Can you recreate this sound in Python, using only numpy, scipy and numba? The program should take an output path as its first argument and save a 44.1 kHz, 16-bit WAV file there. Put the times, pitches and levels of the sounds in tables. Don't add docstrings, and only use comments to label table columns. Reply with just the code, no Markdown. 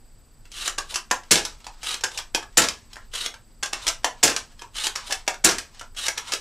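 import sys
import numpy as np
from scipy import signal
from scipy.fft import rfft, irfft
from scipy.io import wavfile
from scipy.ndimage import uniform_filter1d
from numba import njit

SR = 44100
rng = np.random.default_rng(int(sys.argv[2]) if len(sys.argv) > 2 else 0)


def output_pcm(signal):
    pcm = np.clip(np.atleast_2d(signal).T, -1, 1) * 32767
    wavfile.write(sys.argv[1], SR, np.round(pcm).astype(np.int16))


N = 282397


def undb(db):
    return 10 ** (np.asarray(db) / 20)


def unit(x):
    return x / np.sqrt(np.mean(x ** 2))


def hiss():
    return rng.standard_normal(N)


def colour(x, points):
    hz, db = np.transpose(points)
    bins = np.maximum(np.arange(len(x) // 2 + 1) * SR / len(x), 1)
    log_gain = np.interp(np.log(bins), np.log(hz), db) * np.log(10) / 20
    ceps = irfft(log_gain, len(x))
    ceps[1:len(x) // 2] *= 2
    ceps[len(x) // 2 + 1:] = 0
    return irfft(rfft(x) * np.exp(rfft(ceps)), len(x))


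def band(x, hz, width_hz):
    return signal.lfilter(*signal.iirpeak(hz, hz / width_hz, SR), x)


def band_twice(x, hz, width_hz):
    return unit(band(band(x, hz, width_hz), hz, width_hz))


@njit
def glide(x, hz, width):
    y, b, l = np.empty(len(x)), 0., 0.
    for i in range(len(x)):
        g, k = np.tan(np.pi * hz[i] / SR), width / hz[i]
        v = (b + g * (x[i] - l)) / (1 + g * (g + k))
        b, l, y[i] = 2 * v - b, l + 2 * g * v, k * v
    return y


def ring(force, shape):
    return signal.fftconvolve(force, shape)[:len(force)]


def walk(rate):
    k = int(SR / rate)
    steps = np.repeat(rng.standard_normal(N // k + 1), k)
    return uniform_filter1d(uniform_filter1d(steps, k), k)[:N]


def grit(spread_db):
    return unit(hiss() * undb(spread_db * rng.exponential(size=N)))


def rifle():
    slim = signal.butter(4, 275, "high", fs=SR, output="sos")
    return signal.sosfilt(slim, hits() + strokes() + cylinder_head()) + barrel_puff() + recoil()


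# (time of the slam [s], crack [dB], stock ring [dB re crack], bolt ring [dB re crack])
SHOTS = [(1.3135, -7, -14, -19.5), (2.576, -7.5, -11.5, -18), (4.234, -7.5, -12, -18),
         (5.4461, -8, -13.5, -14)]
# (time from the slam [ms], level [dB re the shot's crack], rise [ms], contact [ms])
PISTON = [(-6, -9, 1.4, 9.9), (-3.5, 0, 0.2, 1.5), (0.5, -6, 1.5, 3.8), (7, -1, 0.49, 3),
          (17, -22, 0.79, 15), (42.5, -1.5, 1, 3.3), (61, -12.5, 2.32, 10.4)]
SPRING_DB, SPRING_T60_S = -14, 0.39


def shot_blows():
    rows = []
    spring_contact_ms = SPRING_T60_S * 1000 / np.log(1000)
    for s, db, stock_db, bolt_db in SHOTS:
        for ms, blow_db, rise, contact in PISTON:
            rows.append((s + ms / 1000, db + blow_db, stock_db, bolt_db, 2000, rise, contact))
        rows.append((s, db + SPRING_DB, stock_db, bolt_db, 1800, 3, spring_contact_ms))
    return rows


# (time [s], crack [dB], bolt ring [dB re crack], bolt ring centre [Hz])
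HANDLE_TICK = (-35, 0.54, 5.1), [(0.4534, -45, -6, 2520), (1.6434, -37.5, 0.5, 4330),
               (2.9309, -34, -3, 4160), (4.593, -37.5, -2, 4300), (5.7943, -29, -19, 3250)]
HANDLE_UP = (-4, 1.45, 3.55), [(1.6661, -23.5, -27, 1240), (2.9664, -35.5, -0.5, 1660),
             (4.6186, -27, -18, 1720), (5.8108, -25.5, -14, 1085)]
BOLT_FREE = (-17, 0.9, 11), [(0.5162, -32, -20, 3250), (1.8305, -25.5, -8, 3060),
             (3.1365, -24.5, -6.5, 3330), (4.7541, -33, -10.5, 1680), (5.9648, -31, -10, 3960)]
SEAR_CATCH = (-27.5, 0.68, 3.1), [(0.6774, -9, -16, 1240), (1.9075, -19.5, -7.5, 3170),
              (1.9422, -13.5, -7.5, 4380), (3.261, -13.5, -8, 3480), (4.8424, -17, -18, 3900),
              (4.868, -8.5, -8, 3870), (6.0659, -16.5, -13, 2670), (6.082, -10, -11, 2800)]
REAR_RELEASE = (-76, 0.92, 4.64), [(0.7828, -14, -10, 1370), (2.0379, -11.5, -10, 1520),
                (3.6307, -13.5, -9, 1550), (3.7315, -17, -8.5, 2610), (4.9574, -16.5, -11.5, 1680),
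                (6.1771, -15, -15.5, 1590)]
LUG_MEET = (-54, 1, 11.1), [(0.9412, -18.5, -10.5, 3270), (2.1742, -20, -15, 2730),
            (3.8664, -14.5, -6.5, 3470), (5.1072, -21.5, -8.5, 2020), (6.3197, -19, -11, 1710)]
BOLT_HOME = (-22.5, .5, 4.1), [(0.9577, -13, -13, 1250), (2.1875, -27.5, 2.5, 3640),
             (3.8787, -9.5, -19, 2850), (3.8849, -14.5, -12, 1240), (5.1232, -11.5, -13.5, 3250),
             (6.335, -10, -14.5, 3020)]
HANDLE_DOWN = (-3, 0.8, 4.1), [(1.111, -7.5, -17, 2400), (2.3472, -7, -16.5, 2940),
               (4.044, -7.5, -25.5, 1800), (5.2774, -10.5, -12.5, 2500)]
TRIGGER_RESET = (-49, 0.53, 3.75), [(1.4508, -15, -16, 1670), (2.6857, -15, -15, 1660),
                 (4.3634, -13, -17.5, 1710), (5.5831, -14.5, -16.5, 1635)]
LOOSE_PART = (-14, .45, 4.4), [(1.2338, -40, -6, 1710), (1.6024, -45, -10, 2570),
              (2.0093, -29.5, -18, 2800), (2.1163, -31, -15, 1520), (2.4267, -32, -6.5, 1720),
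              (3.3401, -33, -8, 1350), (3.6584, -22.5, -23, 1440), (3.8214, -35, -20, 3830),
              (4.5194, -48, -11, 1550), (5.746, -42.5, -14, 1710), (5.9474, -45, -4, 1730)]
# (time [s], crack [dB])
TOUCHES = [(0.7795, -21), (1.102, -38), (2.036, -14.5), (2.3423, -34), (2.527, -49), (2.957, -33),
           (3.627, -19), (3.729, -23.5), (4.033, -40), (4.614, -37), (4.954, -24.5), (5.266, -36),
           (5.342, -25.5), (6.175, -23)]


def cycle_blows():
    kinds = (HANDLE_TICK, HANDLE_UP, BOLT_FREE, SEAR_CATCH, REAR_RELEASE,
             LUG_MEET, BOLT_HOME, HANDLE_DOWN, TRIGGER_RESET, LOOSE_PART)
    rows = [(s, db, -25, -9, 2500, .8, 2.5) for s, db in TOUCHES]
    for (stock_db, rise, contact), table in kinds:
        rows += [(s, db, stock_db, bolt_db, hz, rise, contact) for s, db, bolt_db, hz in table]
    return rows


GRIP_T60_S = .014


def modes_of(table, gain=1, shift=1):
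    hz, db, t60 = np.transpose(table)[:, :, None]
    t = np.arange(SR // 20) / SR
    fade = 1000. ** (-t / np.minimum(t60, GRIP_T60_S))
    shape = np.sum(gain * undb(db) * np.sin(2 * np.pi * hz * shift * t) * fade, axis=0)
    return shape / np.sqrt(np.sum(shape ** 2))


# (frequency [Hz], relative level [dB], 60 dB fade before the grip's limit [s])
STOCK = [(313, -58, 0.016), (432, -28, 0.059), (530, -5.5, 0.014), (630, 5.5, 0.0067), (800, -33, 0.025),
         (939, 23.5, .03), (1148, 14.5, 0.016)]


def stock_ring(force):
    return ring(force, modes_of(STOCK))


# (frequency [Hz], relative level [dB], 60 dB fade before the grip's limit [s])
BOLT = [(1330, 20, 0.018), (1640, 18.5, 0.014), (1773, 5.5, 0.059), (2205, 14, 0.0041), (2560, 7.5, 0.045),
        (3270, 14.5, 0.06), (3700, -23.5, 0.045), (4010, -0.5, 0.06), (4096, 7.5, 0.031), (5380, 9, 0.06)]
REACH_OCT = 0.58
DETUNE = .02


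def bolt_ring(force, centre_hz):
    octaves = np.log2(np.array(BOLT)[:, :1] / centre_hz)
    near = 0.024 + np.exp(-(octaves / REACH_OCT) ** 2)
    shift = 1 + DETUNE * rng.standard_normal((len(BOLT), 1))
    return ring(force, modes_of(BOLT, near, shift))


# (frequency [Hz], relative level [dB])
CRACK = [(800, -79), (1500, -15.5), (2200, -4), (3000, 1), (4200, -0.5), (5500, 3), (6500, 0.5), (7600, -2),
         (8600, -7), (10500, -12), (13000, -23), (15500, -32)]
CHATTER_DB, CHATTER_MS = -20.5, 14
STRIKE_DB = 16
COUPLE_DB = -8.5


def hits():
    crack, stock, bolt = np.zeros((3, N + SR))
    ms = np.arange(SR // 2) * 1000 / SR
    contact = np.tile(grit(2.54), 2)
    rattle = np.tile(unit(undb(7.0 * walk(250))), 2)
    for s, db, stock_db, bolt_db, hz, rise_ms, contact_ms in shot_blows() + cycle_blows():
        at = slice(int(s * SR), int(s * SR) + len(ms))
        chatter = undb(CHATTER_DB) * np.exp(-ms / CHATTER_MS) * rattle[at]
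        fade = np.exp(-ms / contact_ms) + chatter
        force = undb(db) * (1 - np.exp(-ms / rise_ms)) * fade * contact[at]
        crack[at] += force
        force[int(rise_ms * SR / 1000)] += undb(db + STRIKE_DB)
        stock[at] += undb(stock_db) * force
        bolt_gain = undb(bolt_db) + undb(stock_db + COUPLE_DB)
        bolt[at] += bolt_gain * bolt_ring(force, hz)
    return (undb(2.0) * colour(crack, CRACK) + undb(-6.5) * stock_ring(stock) + undb(0.5) * bolt)[:N]


# (frequency [Hz], relative level [dB])
SCRAPE = [(710, -30.5), (1200, -11), (2460, -14), (3010, -4), (3580, -14.5), (3900, -5.5), (4340, -12.5),
          (7730, -14), (8790, -13), (12000, -27), (15500, -45)]
# (frequency [Hz], width [Hz], level [dB re scrape])
CYLINDER = [(1265, 210, -18.5), (4900, 250, -38), (8550, 160, -25)]


def scrape_sound(slip, spring_hz):
    scrape = unit(colour(slip, SCRAPE))
    spring = undb(-7.5) * unit(glide(slip, spring_hz, 300.0))
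    cylinder = sum(undb(db) * unit(band(slip, hz, width)) for hz, width, db in CYLINDER)
    return scrape + spring + cylinder


# (start [s], end [s], scrape level once moving [dB], scrape level at the end [dB])
PULLS = [(0.505, 0.665, -40, -31), (1.812, 1.93, -35.5, -30.5), (3.115, 3.25, -34.5, -32.5),
         (4.735, 4.855, -34, -30.5), (5.95, 6.055, -35.5, -32)]
PUSHES = [(0.85, 0.93, -41, -42), (2.09, 2.162, -41, -44.5), (3.8, 3.856, -38, -42.5),
          (5.015, 5.097, -39.5, -42), (6.225, 6.308, -39.5, -46.5)]
# (share of it spent running up, held within 0.1 to 0.7; level where the run-up starts
# [dB re moving]; spring ring at start [Hz], at end [Hz]; stock share [dB re scrape], the same at the stop)
PULL_LAW = (0.29, -23, 3150, 3750, -15.5, -14)
PUSH_LAW = (1.5, -21.5, 3700, 3552, -20, 0.5)
CLIMB = (0.33, 0.64)
STOP_S = 0.014
SEAT_S = 0.032
SLIP_DB, SLIP_HZ, SLIP_GRIT_DB = 4., 200, 2.


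def strokes():
    t = np.arange(N) / SR
    gain, stock, spring_hz = np.zeros(N), np.zeros(N), np.full(N, 3300.)
    for table, law in ((PULLS, PULL_LAW), (PUSHES, PUSH_LAW)):
        run_up, below_db, from_hz, to_hz, share_db, stop_db = law
        for start, end, moving_db, end_db in table:
            inside = (t >= start) & (t < end + STOP_S)
            now, length = t[inside], end - start
            moving = start + np.clip(run_up, .1, .7) * length
            db = np.interp(now, [start, moving, end], [moving_db + below_db, moving_db, end_db])
            gain[inside] = undb(db)
            stock[inside] = undb(db + np.interp(now, [end - SEAT_S, end], [share_db, stop_db]))
            spring_hz[inside] = np.interp(now, start + np.sort(CLIMB) * length, [from_hz, to_hz])
    slip = unit(undb(SLIP_DB * walk(SLIP_HZ)) * grit(SLIP_GRIT_DB))
    return gain * scrape_sound(slip, spring_hz) + stock_ring(stock * slip)


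def after_shots(db, fade_s):
    out = np.zeros(N)
    for s, shot_db, *_ in SHOTS:
        start = int(s * SR)
        out[start:] += undb(shot_db + db) * np.exp(-np.arange(N - start) / SR / fade_s)
    return out


def cylinder_head():
    return after_shots(1, 0.0083) * unit(band(hiss(), 7360, 1100))


def barrel_puff():
    return after_shots(-15, 0.04) * band_twice(hiss(), 270, 460)


def recoil():
    return after_shots(-32.5, 0.098) * band_twice(hiss(), 66.4, 27)


# (time [s], level before the flutter [dB])
RUSTLE = [(0.4, -75), (0.699, -63.5), (1.69, -61.5), (1.87, -53.5), (2.02, -54), (2.44, -80), (2.54, -63),
          (3.67, -77), (3.81, -47.5), (3.91, -60), (4.08, -59), (4.26, -67), (4.69, -68), (4.96, -49),
          (5.4, -70), (5.81, -56), (6.01, -79), (6.18, -48), (6.4, -51)]


def rustle():
    s, db = np.transpose(RUSTLE)
    level = undb(np.interp(np.arange(N) / SR, s, db, left=-120) + 7.1 * walk(40))
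    tone = [(300, -23.5), (1000, 2.5), (1700, -2.5), (4000, 0.5), (8000, -6.0), (14000, -42)]
    return level * unit(colour(grit(2.), tone))


# (frequency [Hz], time to fade by 60 dB [s], relative tail level [dB])
ROOM = [(104.7, 0.11, -12), (304, 0.28, 0.5), (1060, 0.21, 7.5), (3200, 0.19, 0.5), (6830, 0.2, -1.7),
        (14000, 0.15, 4)]
ROOM_DB, ROOM_GAP_MS = -4.5, 3.852
SWAY_S = .2


def room(x):
    t, tails, hop = np.arange(SR // 2) / SR, 0, int(SWAY_S * SR)
    hz, t60, db = np.transpose(ROOM)
    for centre in 90 * 2 ** np.arange(0, 7.6, .5):
        noise = band(rng.standard_normal((N // hop + 2, len(t))), centre, centre / 3)
        fade_s, tail_db = (np.interp(np.log(centre), np.log(hz), c) for c in (t60, db))
        tails = tails + undb(tail_db) * noise * 1000. ** (-t / fade_s)
    tails = tails * (t > ROOM_GAP_MS / 1000)
    padded, wet = np.pad(x, (hop, 2 * hop)), np.zeros(N + 3 * hop + SR)
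    window = np.sqrt(np.hanning(2 * hop))
    for k, tail in enumerate(tails):
        start = k * hop
        part = signal.fftconvolve(padded[start:start + 2 * hop] * window, tail)
        wet[start:start + len(part)] += part / np.sqrt(np.sum(tail ** 2))
    return x + undb(ROOM_DB) * wet[hop:hop + N]


# (frequency [Hz], relative level per Hz [dB])
HUSH = [(12, -20.5), (20, 2.5), (42, -9), (64, -17), (101, -18), (202, -29), (238, -24.5), (274, -30),
        (3450, -47), (4810, -46), (6720, -49.5), (7950, -38), (9390, -50), (12400, -55.5), (15500, -57)]


def hush():
    bed = unit(colour(hiss(), HUSH))
    swell = undb(4.0 * walk(6.3)) - 1
    return undb(-48) * (bed + band(bed, 30, 30) * swell)


# (frequency [Hz], peak level before a slight wander [dB])
WHINE = [(231.5, -70.5), (4861, -79.5), (7822, -67), (7854, -78), (7881, -81), (11989, -70)]
# (frequency [Hz], width [Hz], level before the throb [dB])
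BUZZ = [(4750, 500, -74), (8500, 900, -79.5)]
BEAT_HZ, BEAT_S = 15, .05


def whine():
    t = np.arange(N) / SR
    tones = [undb(db + 1.3 * walk(16)) * np.sin(2 * np.pi * hz * t) for hz, db in WHINE]
    beat = 2 * np.pi * BEAT_HZ * (t - BEAT_S)
    on = uniform_filter1d(1. * (np.sin(beat) > 0), size=200)
    buzz = sum(undb(db) * band_twice(hiss(), hz, width) for hz, width, db in BUZZ)
    return sum(tones[:-1]) + on * tones[-1] + buzz * (1 + .6 * np.cos(2 * beat))


def side_rumble():
    tone = [(20, 0.1), (40, -3), (100, -13), (250, -19), (500, -28), (1000, -38), (5000, -40), (15000, -41)]
    return undb(-64) * unit(colour(hiss(), tone))


def scene():
    mid = room(rifle() + rustle()) + hush() + whine()
    side = side_rumble()
    return np.array([mid + side, mid - side])


def record(dry):
    top_cut = signal.ellip(8, .2, 70, 15400, fs=SR, output="sos")
    return signal.sosfilt(top_cut, np.clip(dry, -.95, .95))


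dry = scene()
out = record(dry)
output_pcm(out)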